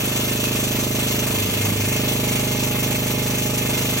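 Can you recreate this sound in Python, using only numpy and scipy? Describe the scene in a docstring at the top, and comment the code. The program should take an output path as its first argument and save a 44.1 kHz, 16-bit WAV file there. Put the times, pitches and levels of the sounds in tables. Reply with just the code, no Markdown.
"""An air-driven hydraulic pump hammers at about 25 strokes a second, pushing a tube bender's ram.
Close up, each stroke gives a low piston thump, a valve tick and a puff of air through the muffler.
The pump surges twice, groaning and stirring the low modes of the workshop, then settles again.
The microphone is stereo: the thump sits mostly to the right, the hiss spreads across both sides."""
import sys
import numpy as np
from scipy import signal
from scipy.fft import rfft, irfft
from scipy.io import wavfile

SR = 44100
rng = np.random.default_rng(int(sys.argv[2]) if len(sys.argv) > 2 else 0)


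def waveform_to_disk(signal):
    """Save audio, clipped to [-1, 1], as 16-bit WAV at the path in sys.argv[1]."""
    frames = np.transpose(np.atleast_2d(signal))
    scaled = np.clip(frames, -1, 1) * 32767
    samples = np.round(scaled).astype(np.int16)
    wavfile.write(sys.argv[1], SR, samples)


N = 176400
LEAD = SR  # samples for which the pump has already been running
TIME = np.arange(-LEAD, N) / SR
HZ = np.fft.rfftfreq(len(TIME), 1 / SR)
USUAL_STROKE_HZ = 25.35


# Pace of the pump, with its two surges: time_s, rate_hz
STROKE_RATE = [(0, 25.28), (.95, 25.28), (1.3, 25.35), (1.38, 26.4), (1.46, 27.6), (1.53, 25.5),
               (1.61, 25.5), (1.68, 27.2), (1.75, 25.35), (2.55, 25.33), (2.8, 25.39), (3.45, 25.39),
               (3.7, 25.52), (4, 25.48)]

def pump_strokes(first_s=.0364, jitter_s=.00003):
    """The piston fires once per pump cycle, with a trace of jitter; gives the times in seconds."""
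    cycles = np.cumsum(curve(STROKE_RATE)) / SR
    cycles -= np.interp(first_s, TIME, cycles)
    times = np.interp(np.arange(np.ceil(cycles[0]), cycles[-1]), cycles, TIME)
    return times + jitter_s * rng.standard_normal(len(times))


# Thump colour under light and heavy load, one value per harmonic of the usual stroke rate: gain_db
LIGHT_HARMONICS = [-70, -39.5, -39, -33.5, -28, -39, -36.5, -33.5, -34.5, -31, -39, -36, -41, -38.5, -40,
                   -61, -34, -42, -44.5, -52.5, -50.5, -50.5, -41.5, -47.5, -42.5, -51, -70, -60, -60, -69,
                   -72, -58, -59, -60]
HEAVY_HARMONICS = [-58, -36, -41, -31.5, -25.5, -34, -33, -33, -34.5, -28.5, -39.5, -38, -43, -41.5, -37.5,
                   -42.5, -36, -43, -39.5, -46.5, -60, -44, -49, -39, -45.5, -49, -56, -76, -75, -78, -62,
                   -69, -44.5, -55.5]
# Thump colour above those harmonics: frequency_hz, gain_db
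THUMP_TREBLE = [(920, -64), (1150, -54.5), (1500, -71.5), (2500, -73.5), (6000, -100)]
# Where the thump sits at the microphone: frequency_hz, left_minus_right_db
THUMP_BALANCE = [(60, 1), (130, -2), (200, -4.5), (270, -1), (360, -9), (440, -6.5), (530, 4), (595, -18),
                 (680, -9), (835, -19.5), (1400, -7.5)]
# Strength of the thump: time_s, level_db
THUMP_LEVEL = [(0, -25), (1.25, -24), (1.45, -26.5), (1.75, -26.3), (1.87, -24.5), (2, -23), (4, -24)]

def piston(strokes, load_from_s=1, load_to_s=2.62, light_load_db=.3):
    """Each stroke is one tight knock on the pump body; the colour shifts as the load builds."""
    blows = rfft(pump_frame(clicks(strokes, uneven_db=.22)))

    def thump(harmonics):
        points = [(k * USUAL_STROKE_HZ, db) for k, db in enumerate(harmonics, 1)]
        return unit_rms(irfft(blows * amp(spectrum(points + THUMP_TREBLE))))

    load = curve([(load_from_s, 0), (load_to_s, 1)])
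    light = amp(light_load_db) * thump(LIGHT_HARMONICS)
    in_room = workshop((1 - load) * light + load * thump(HEAVY_HARMONICS))
    pan = amp(np.outer([.5, -.5], spectrum(THUMP_BALANCE)))
    return amp(curve(THUMP_LEVEL)) * unit_rms(irfft(rfft(in_room) * pan))


# Resonances of the pump frame: pitch_hz, width_hz
FRAME_RESONANCES = [(112, 14), (148, 24), (335, 5), (405, 14), (545, 12), (620, 55), (1100, 120)]

def pump_frame(blows):
    """A blow passes at once, except at the frame's resonances, which hold it back and ring on."""
    phase_lag = sum(2 * np.arctan2(width * HZ, hz ** 2 - HZ ** 2) for hz, width in FRAME_RESONANCES)
    return irfft(rfft(blows) * np.exp(-1j * phase_lag))


# Colour of the exhaust hiss, its body and its bright top: frequency_hz, gain_db
HISS_BODY = [(30, -8), (100, -4), (300, -1.5), (750, -4.5), (1000, -5), (1300, -7), (1600, -8), (1950, -8),
             (2150, -3.5), (2400, -2), (2800, 0.5), (3400, -0.5), (3700, -4.5), (4600, -5), (5100, -10.5),
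             (5750, -8), (6350, -5), (6700, -6)]
HISS_TOP = [(8000, -5.7), (9200, -7.2), (10500, -5.2), (12000, -2.8), (13000, -5), (14400, -12.3),
            (15800, -11.7)]
# Resonances of muffler and housing: pitch_hz, width_hz, lift_db
MUFFLER_RESONANCES = [(1789, 21, 9.5), (2122, 60, 7), (2567, 42, 8.5), (2820, 16, 8), (3480, 37, 7.5),
                      (4740, 32, 5), (5480, 23, 10), (5780, 70, 8.5), (6277, 96, 4.5), (7230, 70, 5),
                      (8140, 55, 12.5)]
# Swell and ebb of the hiss in a narrow middle band: time_s, gain_db
HISS_MID_GAIN = [(0, -3), (1, -1.3), (2.2, 1.5), (4, -0.92)]

def exhaust(strokes, level_db=-23.5, delay_s=.002, leak=.31, mid_hz=2180, mid_width_hz=220):
    """Air hisses and rattles through the muffler: a steady leak, and a puff after every stroke."""
    rise_s, hold_s, fall_s = .0051, .02, .012
    t = np.arange(SR // 10) / SR
    puff = np.minimum(t / rise_s, 1) * np.exp(-np.maximum(t - hold_s, 0) / fall_s)
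    power = leak + signal.fftconvolve(clicks(strokes + delay_s, uneven_db=2), puff)[:len(TIME)]
    jets = (rng.standard_normal((2, len(TIME))) + [rattle(), rattle()]) * np.sqrt(abs(power))
    peaks_db = sum(db / (1 + (2 * (HZ - hz) / width) ** 2) for hz, width, db in MUFFLER_RESONANCES)
    ports = port_spectra(ring(jets, spectrum(HISS_BODY + HISS_TOP) + peaks_db))
    mid_band = irfft(ports * np.exp(-((HZ - mid_hz) / mid_width_hz) ** 2))
    hiss = irfft(ports) + (amp(curve(HISS_MID_GAIN)) - 1) * mid_band
    return amp(level_db) * unit_rms(flutter(hiss))


# Likeness of the hiss on the microphone's two sides: frequency_hz, coherence_ratio
PORT_COHERENCE = [(300, .97), (760, .7), (1200, .88), (1900, .97), (2500, .55), (3000, .72), (3500, .65),
                  (3800, .3), (4500, .25), (5700, .75), (7600, .7), (9300, .98), (10900, .98), (11600, .82),
                  (13200, .6), (14300, .97)]
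# Phase lead of the left port: frequency_hz, lead_rad
PORT_PHASE = [(2150, 0), (2800, -2.6), (3550, -3.1), (4150, -5.3), (4700, -2.6), (5200, 0), (6200, .5),
              (8700, 3.05), (11000, 3.2), (13000, 4.8), (14000, 6.2)]

def port_spectra(jets):
    """The right port shares part of the left one's hiss, shifted in phase."""
    left, separate = rfft(jets)
    shared = np.clip(spectrum(PORT_COHERENCE), 0, 1)
    right = shared * left + np.sqrt(1 - shared ** 2) * separate
    return np.array([left, right * np.exp(-1j * spectrum(PORT_PHASE))])


def rattle(low_hz=5600, high_hz=14480, pitches=28, pings_per_s=600, t60_s=.014, spread_db=4):
    """Brief metallic pings of scattered pitch and size ride in the air stream."""
    t, pings = np.arange(SR // 40) / SR, 0
    for hz in np.linspace(low_hz, high_hz, pitches):
        hits = rng.random(len(TIME)) < pings_per_s / pitches / SR
        size = amp(spread_db * np.minimum(rng.exponential(1, len(TIME)), 2))
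        ping = np.sin(2 * np.pi * hz * t) * amp(-60 * t / t60_s)
        pings = pings + signal.oaconvolve(hits * size, ping)[:len(TIME)]
    return amp(-8.5) * unit_rms(pings)  # relative to the hiss


# Bands in which the hiss flutters: centre_hz
FLUTTER_BANDS = [1000, 2400, 3600, 6300, 9000, 12000, 15000]

def flutter(hiss, depth_db=1.09, step_s=.05):
    """Each band of the hiss wavers in level on its own."""
    out, whole = 0, rfft(hiss)
    knots = np.arange(TIME[0], TIME[-1] + step_s, step_s)
    for share in np.eye(len(FLUTTER_BANDS)):
        waver = np.interp(TIME, knots, rng.standard_normal(len(TIME))[:len(knots)])
        band = irfft(whole * np.interp(HZ, FLUTTER_BANDS, share))
        out = out + band * amp(depth_db * waver)
    return out


# Colour of the valve tick: frequency_hz, gain_db
TICK_COLOUR = [(200, -29), (600, 3), (1100, 4.5), (1800, 5), (3000, -25), (8000, -34)]

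def valve(strokes, delay_s=.009, level_db=-50.5):
    """The air valve ticks over shortly after each thump, faint and dead centre."""
    ticks = ring(clicks(strokes + delay_s, uneven_db=4.5), spectrum(TICK_COLOUR))
    return amp(level_db) * unit_rms(ticks)


# One groan at each surge: peak_s, level_db
SURGE_GROANS = [(1.45, -29), (1.69, -30)]
# Tones within a groan: pitch_hz, gain_db, delay_s
GROAN_PARTIALS = [(164.5, 0, 0.0031), (214.5, -4.5, 0), (303, -6, .03)]

def groans(swell_s=.047, rise_share_per_s=.85, left_minus_right_db=-3):
    """The surging pump groans, right of centre: low tones swell and glide up, the highest last."""
    out = np.zeros(len(TIME))
    for peak_s, level_db in SURGE_GROANS:
        for hz, gain_db, delay_s in GROAN_PARTIALS:
            t = TIME - peak_s - delay_s
            cycles = hz * (t + rise_share_per_s * t ** 2 / 2) + rng.random()
            out += amp(level_db + gain_db) * np.exp(-(t / swell_s) ** 2) * np.sin(2 * np.pi * cycles)
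    return out * amp(np.array([[.5], [-.5]]) * left_minus_right_db)


# Swell and ebb of the boom in the room: time_s, level_db
BOOM_LEVEL = [(1.3, -45), (1.42, -26.5), (1.47, -25), (1.52, -38), (1.63, -24), (1.7, -27.5), (1.75, -36),
              (1.8, -27), (1.86, -32), (1.96, -55)]

def boom(pitch_hz=103):
    """A low boom hangs in the room while the pump races."""
    level = amp(np.interp(TIME, *np.transpose(BOOM_LEVEL), left=-np.inf, right=-np.inf))
    return level * np.sqrt(2) * np.sin(2 * np.pi * (pitch_hz * TIME + rng.random()))


# Low modes of the workshop around the microphone: pitch_hz, gain_db, t60_s
WORKSHOP_MODES = [(102.5, -1, 0.65), (163, -12, 0.35), (222, -3, 0.44), (303, -4, .3), (419, 3, 0.29)]

def workshop(thumps, tail_t60_s=.72, tail_db=-5, tail_top_hz=220):
    """Strokes that leave the usual rhythm stir up the room: long low modes and a dull diffuse tail."""
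    t = np.arange(SR) / SR
    modes = sum(amp(db - 60 * t / t60) * np.cos(2 * np.pi * hz * t) * 2 * np.log(1000) / (t60 * SR)
                for hz, db, t60 in WORKSHOP_MODES)
    tail = rng.standard_normal((2, SR)) * amp(-60 * t / tail_t60_s)
    tail = unit_rms(tail + .57 * tail[::-1]) / np.sqrt(SR)  # left and right partly alike
    tail = signal.lfilter(*signal.butter(1, tail_top_hz, fs=SR), tail)
    off_beat = thumps - np.roll(thumps, round(SR / USUAL_STROKE_HZ))
    reverb = signal.fftconvolve(off_beat[None], modes + amp(tail_db) * tail, axes=1)
    return thumps + reverb[:, :len(thumps)]


def amp(db):
    """Decibels to gain."""
    return 10 ** (np.asarray(db) / 20)


def unit_rms(x):
    """Scales to an rms of one."""
    return x / np.sqrt(np.mean(x ** 2) + 1e-20)


def spectrum(points):
    """Reads a table on a log-frequency axis."""
    hz, value = np.transpose(points)
    return np.interp(np.log(HZ + 1), np.log(hz + 1), value)


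def curve(points):
    """Reads a table over time."""
    return np.interp(TIME, *np.transpose(points))


def ring(x, gain_db):
    """Minimum-phase filter: a sharp start, then ringing."""
    log_gain = np.log(amp(np.r_[gain_db, gain_db[-2:0:-1]]))
    return irfft(rfft(x) * np.exp(np.conj(signal.hilbert(log_gain)))[:len(HZ)])


def clicks(times, uneven_db):
    """One impulse at each time, of uneven strength."""
    out = np.zeros(len(TIME))
    at = np.round(times * SR).astype(int) + LEAD
    at = at[(at >= 0) & (at < len(out))]
    out[at] = amp(uneven_db * rng.standard_normal(len(at)))
    return out


def scene():
    """Thump, tick and exhaust follow the same strokes; boom and groans come with the surges."""
    strokes = pump_strokes()
    return (piston(strokes) + valve(strokes) + exhaust(strokes) + boom() + groans())[:, LEAD:]


def record(dry, low_cut_hz=48, high_cut_hz=15950):
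    """The microphone drops the deepest rumble and the highest treble."""
    low_cut = signal.butter(2, low_cut_hz, "highpass", fs=SR, output="sos")
    high_cut = signal.firwin(511, high_cut_hz, window=("kaiser", 9), fs=SR)
    return signal.oaconvolve(signal.sosfilt(low_cut, dry), high_cut[None], "same")


dry = scene()
out = record(dry)
waveform_to_disk(out)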